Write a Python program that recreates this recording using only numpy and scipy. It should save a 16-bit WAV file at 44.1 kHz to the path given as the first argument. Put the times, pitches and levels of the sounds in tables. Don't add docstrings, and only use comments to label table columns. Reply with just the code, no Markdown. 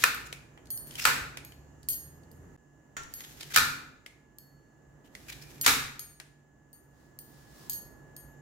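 import sys
import numpy as np
from scipy import signal
from scipy.fft import rfft, irfft, next_fast_len
from scipy.io import wavfile
from scipy.ndimage import map_coordinates

SR = 44100
rng = np.random.default_rng(int(sys.argv[2]) if len(sys.argv) > 2 else 0)


def unload_wav(signal):
    wavfile.write(
        sys.argv[1],
        SR,
        np.round(np.clip(np.atleast_2d(signal).T, -1, 1) * 32767).astype(np.int16),
    )


N = 370881
TIME = np.arange(N) / SR
AGE = TIME[:SR]

# snap t/s, squeeze length/s, pressing level/dB, snap level/dB, treble/dB, room/dB,
# thump level/dB, hollowness (0-1), first rebound delay/s, loss per rebound/dB, shell tuning (ratio),
# blade resonance f/Hz, its boost/dB, lead of the last slip/s, its level/dB
CUTS = [(0.038, .3, -42.5, 10.8, -2.5, -3.5, -21.5, 0.76, 0.0027, 13.4, 1.004, 2650, 3.1, 0.02, -36),
        (1.0521, 0.21, -50, 9.34, -3, 1.5, -12, 0.64, 0.021, 8.6, 1.0, 7800, 5, 0.018, -45.5),
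        (3.5611, 0.51, -58, 12.7, 3.5, -1.5, -7, 1, .012, 4.5, .98, 1505, 2.5, .017, -27.5),
        (5.6626, 0.57, -59, 10.64, 2.5, 2.5, -4, 0.4, 0.016, 6.8, 0.95, 3750, 3, 0.019, -31.5)]


def amp(db):
    return 10 ** (np.asarray(db) / 20)


def unit(x):
    return x / np.sqrt(np.mean(x ** 2) + 1e-20)


def unit_energy(x):
    return x / np.linalg.norm(x, axis=-1, keepdims=True)


def along(points, hz):
    f, values = np.transpose(points)
    return np.interp(np.log(hz + 1), np.log(f + 1), values)


def curve(points):
    return np.interp(TIME, *np.transpose(points))


def swells(rows):
    return sum(amp(db) * np.exp(-((TIME - s) / half) ** 2) for s, half, db in rows)


def fade(t, t60):
    return np.exp(-np.log(1000) * t / t60)


def blow(chatter_s, ring_db, ring_t60):
    return np.exp(-(AGE / chatter_s) ** 4) + amp(ring_db) * fade(AGE, ring_t60)


def wobble(rate):
    return map_coordinates(rng.standard_normal(int(N * rate / SR) + 4), [TIME * rate])


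def add(track, s, sound):
    start = max(round(s * SR), 0)
    track[..., start:start + sound.shape[-1]] += sound[..., :N - start]


def peak(hz, centre, width, db):
    return db / (1 + (2 * (hz - centre) / width) ** 2)


def narrow_band(hz, centre, half_width):
    return -20 * np.log10(1 + ((hz - centre) / half_width) ** 2)


def bright(hz, treble_db, hinge_hz=3000):
    return treble_db * hz ** 4 / (hz ** 4 + hinge_hz ** 4)


def coloured(x, level):
    size = 2 * next_fast_len(x.shape[-1] // 2 + 4096)
    magnitude = unit(amp(level(np.fft.rfftfreq(size, 1 / SR))))
    cepstrum = irfft(np.log(magnitude))
    cepstrum[1:size // 2] *= 2
    cepstrum[size // 2 + 1:] = 0
    return irfft(rfft(x, size) * np.exp(rfft(cepstrum)))[..., :x.shape[-1]]


def noise_pair(correlation, size):
    mid, side = rng.standard_normal((2, size))
    angle = np.arccos(np.clip(correlation, -1, 1)) / 2
    return np.cos(angle) * mid + np.sin(angle) * np.array([side, -side])


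def crackle(rate, grain_db):
    grains = (rng.random(N) < rate / SR) * rng.standard_normal((2, N))
    return unit(noise_pair(0.11, N) + amp(grain_db) * unit(grains))


def ringing(modes, split=.0015, twin_db=-11):
    out = np.zeros((2, SR))
    for hz, db, t60 in modes:
        phase = 2 * np.pi * hz * AGE
        offset = 2 * np.pi * rng.random((2, 2, 1))
        twins = np.sin(phase + offset[0]) + amp(twin_db) * np.sin(phase * (1 + split) + offset[1])
        decay = fade(AGE, t60)
        out += amp(db) * np.linalg.norm(decay) * unit_energy(twins * decay)
    return out


def scattered(modes, t60, scatter_db=3.0):
    return [(hz, db + scatter_db * rng.standard_normal(), t60) for hz, db in modes]


def kitchen(build_s=0.0016):
    # f/Hz, t60/s
    decay_times = [(200, 0.96), (530, 0.49), (1390, 0.6), (7000, 0.48), (10000, 0.42)]
    hz, t, spectra = signal.stft(noise_pair(0.1, SR), SR, nperseg=256)
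    decay = fade(t, along(decay_times, hz)[:, None])
    tail = signal.istft(spectra * decay, SR, nperseg=256)[1][:, :SR]
    return unit_energy(tail * (1 - np.exp(-(AGE / build_s) ** 2)))


def in_room(x, room_db):
    return x + amp(room_db) * signal.fftconvolve(x, kitchen(), axes=1)[:, :x.shape[1]]


def room_noise(rumble_db=3, hum_db=-1.0, hum_hz=143, pan_db=-3):
    # t/s, level/dB
    low_levels = [(0.0, -54.5), (0.47, -61), (1.22, -54), (1.57, -61), (2.2, -60), (2.56, -58),
                  (2.58, -66.5), (3.68, -57), (4.05, -66.5), (4.8, -64), (5.74, -55), (5.99, -64.5),
                  (6.44, -67.5), (7.82, -57.5), (8.41, -59.5)]
    # f/Hz, level/dB
    rumble_spectrum = [(15, -48), (30, -22.5), (55, 0), (85, -10), (115, -5.5), (190, -10), (280, -6.5),
                       (480, -15), (840, -19.5), (1400, -27), (1900, -25.5), (2300, -38.5), (4000, -45.5),
                       (16000, -48.5)]
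    # f/Hz, relative side level/dB
    side_spectrum = [(60, -10), (130, -11.5), (300, -7.5), (1400, -0.5)]
    # t/s, level/dB
    hiss_levels = [(2.55, -72), (2.6, -77), (6.5, -79), (8.4, -72.5)]
    # f/Hz, level/dB
    hiss_spectrum = [(2200, -23), (2850, 3), (3400, -16), (5300, -9), (6300, 2.5), (7300, 6), (8300, -16),
                     (16000, -18)]
    mid, side = rng.standard_normal((2, N))
    side = coloured(side, lambda hz: along(side_spectrum, hz))
    rumble = unit(coloured(np.array([mid + side, mid - side]), lambda hz: along(rumble_spectrum, hz)))
    hum = unit(coloured(rng.standard_normal(N), lambda hz: narrow_band(hz, hum_hz, half_width=6)))
    low = amp(curve(low_levels)) * (amp(rumble_db) * rumble + amp(hum_db) * hum)
    hiss_gain = amp(curve(hiss_levels) + 0.93 * wobble(2.3))
    hiss = hiss_gain * coloured(noise_pair(0.14, N), lambda hz: along(hiss_spectrum, hz))
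    return amp([[pan_db / 2], [-pan_db / 2]]) * low + hiss


def whine(pitch_hz=1700.0, waver_hz=.38, octave_below_db=-11):
    # t/s, level/dB
    levels = [(6.9, -71), (7.7, -63), (8.4, -61.5)]
    phase = 2 * np.pi * np.cumsum(pitch_hz + waver_hz * wobble(7.4)) / SR
    return amp(curve(levels)) * (np.sin(phase) + amp(octave_below_db) * np.sin(phase / 2))


def engine(idle_hz=58, pull_s=0.94, rise_hz_per_s=18, stop_s=2.57, db=-62, gain_db_per_s=2):
    hz = idle_hz + rise_hz_per_s * np.maximum(TIME - pull_s, 0) + 0.32 * wobble(9.9)
    phase = 2 * np.pi * np.cumsum(hz) / SR
    orders = np.sin(phase) + amp(-7) * np.sin(1.5 * phase) + amp(-3) * np.sin(2 * phase)
    running = np.clip((stop_s - TIME) / 0.014, 0, 1)
    return amp(db + gain_db_per_s * TIME + 1.5 * wobble(8.2)) * running * orders


def handling():
    # centre t/s, half length/s, level/dB
    bumps = [(.75, 0.053, -61), (.97, .05, -53.5), (1.2, 0.074, -50.5), (2.47, 0.071, -59)]
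    # f/Hz, level/dB
    spectrum = [(25, -10), (65, 3), (120, 1.5), (180, -8), (280, -5), (2000, -50.5)]
    return swells(bumps) * coloured(noise_pair(0.88, N), lambda hz: along(spectrum, hz))


def stirring():
    # centre t/s, half length/s, level/dB
    strokes = [(7.03, 0.093, -70.5), (7.389, 0.13, -62.5), (7.63, 0.11, -56)]
    # f/Hz, level/dB
    spectrum = [(500, -1), (1100, 1), (2400, -5.5), (5000, -1.5), (10000, -7.5)]
    return swells(strokes) * coloured(crackle(rate=1600, grain_db=-6.5), lambda hz: along(spectrum, hz))


def struck_ring(ring_db, hardness, place, damping, lowest_order=5, node_db=-15, pivot_hz=8800.0):
    # f/Hz, level/dB, t60/s
    modes = [(4410, -15.5, 0.97), (6590, -9.5, 0.71), (9080, -4.5, 0.71), (11750, 0, 0.52),
             (14618, -2.5, .4)]
    hz, db, t60 = np.transpose(modes)
    orders = lowest_order + np.arange(len(hz))
    swing = np.hypot(np.cos(orders * np.radians(place)), amp(node_db))
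    levels = ring_db + db + 20 * np.log10(swing) + hardness * np.log2(hz / pivot_hz)
    damped_t60 = 60 / (60 / t60 + abs(damping))
    return list(zip(hz, levels, damped_t60))


def rattling(count=4, gap_s=.008, loss_db=3.5, ring_db=-33, damping_db_per_s=160):
    # t/s, contact level/dB
    rattles = [(.872, -25), (1.9021, -10), (1.932, -13.5), (7.721, -16), (7.75, -22)]
    bounces = [(s + gap_s * k * (.5 + rng.random()), db - k * loss_db)
               for s, db in rattles for k in range(count)]
    return [(s, db, db + ring_db, 0, 180 * rng.random(), damping_db_per_s) for s, db in bounces]


def bangles(jingle_db=-38, jingle_t60=.17, tick_t60=0.01415, room_db=-7):
    # t/s, contact level/dB, ring level/dB, hardness/(dB/octave), place/degrees, damping/(dB/s)
    clinks = [(0.146, -16, -55, 1, 47, 13), (0.704, -13.5, -36, 4.5, 70.5, 19),
              (0.775, -15, -41, 4, 13.4, 0), (1.449, -20, -55, -5, 68, 30), (1.887, -4, -30.5, 4.5, 84, 81),
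              (2.315, -31.5, -69, 3, 29, 0), (3.1385, -13.5, -43, 2, 60, 11), (4.385, -22, -58, -5, 41, 13),
              (5.6129, -4.5, -31, -1, 86, 40), (5.994, -10, -42, 1.5, 29.6, 25.5),
              (6.730, -29.5, -56.5, 6, 81, 42.5), (7.189, -18, -49, 2.5, 79, 72),
              (7.697, -4.5, -34.5, -1, 62, 94), (7.733, -15, -40, 4, 73, 162),
              (8.165, -19.5, -50.5, 4.5, 28.5, 100.5)]
    # f/Hz, level/dB
    neighbours = [(3030, -20), (3203, -19.5), (4520, -12), (5125, -12), (12450, -1.5)]
    # f/Hz, level/dB
    spectrum = [(1000, -41.5), (3000, -15), (3700, -17), (4500, -5), (5800, -12.5), (8550, -5.5),
                (9800, -9.5), (11300, -8), (12300, 3.5), (13600, -7.5)]
    out = np.zeros((2, N))
    for s, contact_db, ring_db, hardness, place, damping in list(clinks) + rattling():
        tick = unit_energy(noise_pair(0.046, SR) * fade(AGE, tick_t60)) + amp(room_db) * kitchen()
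        tick = amp(contact_db) * coloured(tick, lambda hz: along(spectrum, hz))
        ring = ringing(struck_ring(ring_db, hardness, place, damping), split=.002)
        jingle = amp(contact_db + jingle_db) * ringing(scattered(neighbours, jingle_t60))
        add(out, s, tick + in_room(ring + jingle, room_db))
    return out


def bowl(s=2.967, knock_db=-10, knock_room_db=-1.0):
    # f/Hz, level/dB, t60/s
    modes = [(880, -58, .5), (1370, -43, 0.44), (1810, -44.5, .28), (5766, -57.5, .5), (6589, -51, .18),
             (6960, -48, 0.2)]
    # f/Hz, level/dB
    spectrum = [(100, -0.5), (800, -10), (1500, -0.5), (5200, -14.5), (6800, -3), (9000, -22),
                (16000, -25.5)]
    contact = blow(chatter_s=0.0055, ring_db=-2.5, ring_t60=0.14)
    knock = unit_energy(noise_pair(0.49, SR) * contact) + amp(knock_room_db) * kitchen()
    knock = amp(knock_db) * coloured(knock, lambda hz: along(spectrum, hz))
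    out = np.zeros((2, N))
    add(out, s, knock + in_room(ringing(modes), room_db=-7))
    return out


def ticks(width_hz=400, resonance_db=10.0, room_db=-7):
    # t/s, energy level/dB, treble/dB, resonance f/Hz
    knocks = [(0.327, -11, 2.5, 2400), (0.575, -27, -19, 3120), (0.656, -34.5, 15.5, 6500),
              (0.67, -32.5, 12, 4300), (0.909, -21.5, 6.5, 3076), (0.954, -15, 6, 3090),
              (1.372, -11.5, 1.5, 2430), (1.521, -29, -1, 3100), (1.830, -30, 23, 4530),
              (2.234, -41, 18, 4480), (3.034, -26, 10.5, 5708), (3.206, -17.5, 3.5, 1900),
              (3.409, -16, 4, 4794), (3.431, -18, 4, 3000), (4.062, -18, -0.5, 2110), (5.151, -19, 3, 1990),
              (6.200, -17.5, 1.5, 1700)]
    # f/Hz, level/dB
    spectrum = [(100, -18.5), (500, -9.5), (1200, -11), (1650, -8.5), (2300, -5.5), (4300, -10),
                (11000, -15), (16000, -27)]
    contact = blow(chatter_s=0.0035, ring_db=-6, ring_t60=0.1)
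    out = np.zeros((2, N))
    for s, db, treble_db, pitch_hz in knocks:
        knock = unit_energy(noise_pair(0.077, SR) * contact) + amp(room_db) * kitchen()
        body = lambda hz: along(spectrum, hz) + peak(hz, pitch_hz, width_hz, resonance_db)
        add(out, s, amp(db) * coloured(knock, lambda hz: body(hz) + bright(hz, treble_db)))
    return out


def squeal(pitch_hz=2390, half_width_hz=70):
    # centre t/s, half length/s, level/dB
    drag = [(5.48, 0.14, -65.5)]
    return swells(drag) * coloured(noise_pair(.3, N), lambda hz: narrow_band(hz, pitch_hz, half_width_hz))


def pressure(bite_s=0.15, strain_db=8, strain_s=0.015, release_s=0.009):
    force = np.zeros(N)
    for s, length, db, *_ in CUTS:
        bite = np.clip((TIME - s + length) / bite_s, 0, 1)
        strain = amp(strain_db * np.exp(-np.abs(TIME - s) / strain_s))
        release = np.clip((s - TIME) / release_s, 0, 1) ** 2
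        force += amp(db) * bite * strain * release
    return force


def tearing(count=2, spread=1.6, step_db=8, length_s=0.019, rasp_hz=3820, width_hz=12000):
    slips = [(s - lead * spread ** k, length_s, db - k * step_db, rasp_hz, width_hz)
             for s, *_, lead, db in CUTS for k in range(count)]
    return [slip for slip in slips if slip[0] > 0]


def slicing(squeak_db=10, uneven_db=1.5, clump_db=3):
    # t/s, length/s, level/dB, squeak f/Hz, its width/Hz
    rasps = [(.255, 0.023, -45.5, 7100, 900), (0.979, 0.025, -33, 2610, 702),
             (1.004, 0.048, -36, 5295, 1500), (3.234, 0.019, -45.5, 3295, 1500),
             (3.396, 0.039, -44.5, 3856, 2600), (3.502, 0.031, -41, 1700, 500),
             (5.04, 0.044, -65, 3000, 600), (5.282, 0.031, -45, 2390, 400),
             (5.319, 0.019, -47.5, 3433, 3000), (5.412, 0.026, -50.5, 5130, 1200)]
    # f/Hz, level/dB
    flesh = [(300, -17.5), (1000, -10), (1700, 0), (2500, -1.5), (4000, -3), (7000, -2.5), (9000, -8),
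             (13000, -4.5), (16000, -12.5)]
    crunch = pressure() * amp(uneven_db * wobble(40)) * crackle(rate=410, grain_db=-3.0)
    out = coloured(crunch, lambda hz: along(flesh, hz))
    cells = unit(amp(clump_db * wobble(160)) * crackle(rate=1800, grain_db=0.0))
    for s, length, db, squeak_hz, width_hz in list(rasps) + tearing():
        arch = np.sqrt(np.abs(np.sin(np.pi * AGE / length))) * (AGE < length)
        start = round(s * SR)
        slip = arch * cells[:, start:start + SR]
        rasp = coloured(slip, lambda hz: along(flesh, hz) + peak(hz, squeak_hz, width_hz, squeak_db))
        add(out, s, amp(db) * rasp)
    return in_room(out, room_db=-6.0)


def shell(hz, hollow):
    # f/Hz, level/dB
    spectrum = [(60, -26), (300, -25.5), (480, -9), (650, -19.5), (850, -8.5), (1450, -5.5), (2600, -4),
                (3150, -10), (7500, -10), (9500, -14), (13000, -11.5), (16000, -20.5)]
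    # f/Hz, width/Hz, boost/dB
    modes = [(1277, 70, 7.5), (1450, 300, 12), (1768, 49, 10), (2445, 72, 8.5), (3900, 560, 6),
             (4520, 540, 4), (5040, 120, 2.5)]
    return along(spectrum, hz) + np.clip(hollow, 0, 1) * sum(peak(hz, *mode) for mode in modes)


def snaps(steel_db=-8.5, steel_t60=.38, thump_t60=0.76, blade_width_hz=330, shrink=.87, dull_db=2):
    # f/Hz, level/dB
    blades = [(1317, -1), (1466, 0), (1573, -3), (1784, -1), (2411, -4.5), (2455, -4.5), (3673, -6),
              (4426, -9)]
    # f/Hz, level/dB
    jolt_spectrum = [(20, -7.5), (60, -4), (135, 1), (195, -15.5), (265, 3.5), (340, -17.5), (2000, -54.5)]
    contact = blow(chatter_s=0.0042, ring_db=-12, ring_t60=0.19)
    out = np.zeros((2, N))
    for (s, _, _, db, treble_db, room_db, thump_db, hollow,
         flight_s, loss_db, tuning, blade_hz, blade_db, *_) in CUTS:
        body = lambda hz: shell(hz / tuning, hollow) + peak(hz, blade_hz, blade_width_hz, blade_db)
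        steel = unit_energy(ringing(scattered(blades, steel_t60)))
        add(out, s, amp(db + steel_db) * hollow * steel)
        for k in range(3):
            crack = unit_energy(noise_pair(0.27, SR) * contact) + amp(room_db) * kitchen()
            crack = coloured(crack, lambda hz: body(hz) + bright(hz, treble_db - k * dull_db))
            jolt = noise_pair(0.75, SR) * fade(AGE, thump_t60)
            thump = unit_energy(coloured(jolt, lambda hz: along(jolt_spectrum, hz)))
            add(out, s, amp(-k * loss_db) * (amp(db) * crack + amp(thump_db) * thump))
            s += flight_s * shrink ** k
    return out


def scene():
    chopper = snaps() + slicing() + squeal() + ticks() + bowl()
    hands = bangles() + stirring() + handling()
    dip = np.where((TIME > 2.564) & (TIME < 2.576), amp(-25), 1)
    return dip * (chopper + hands + room_noise() + whine() + engine())


def record(dry):
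    top_hz, edge_hz = 15900, 300
    size = next_fast_len(N + 8192)
    passband = np.clip((top_hz - np.fft.rfftfreq(size, 1 / SR)) / edge_hz + .5, 0, 1)
    clipped = np.clip(dry, -1, 1)
    return irfft(rfft(clipped, size) * passband, size)[:, :N]


dry = scene()
out = record(dry)
unload_wav(out)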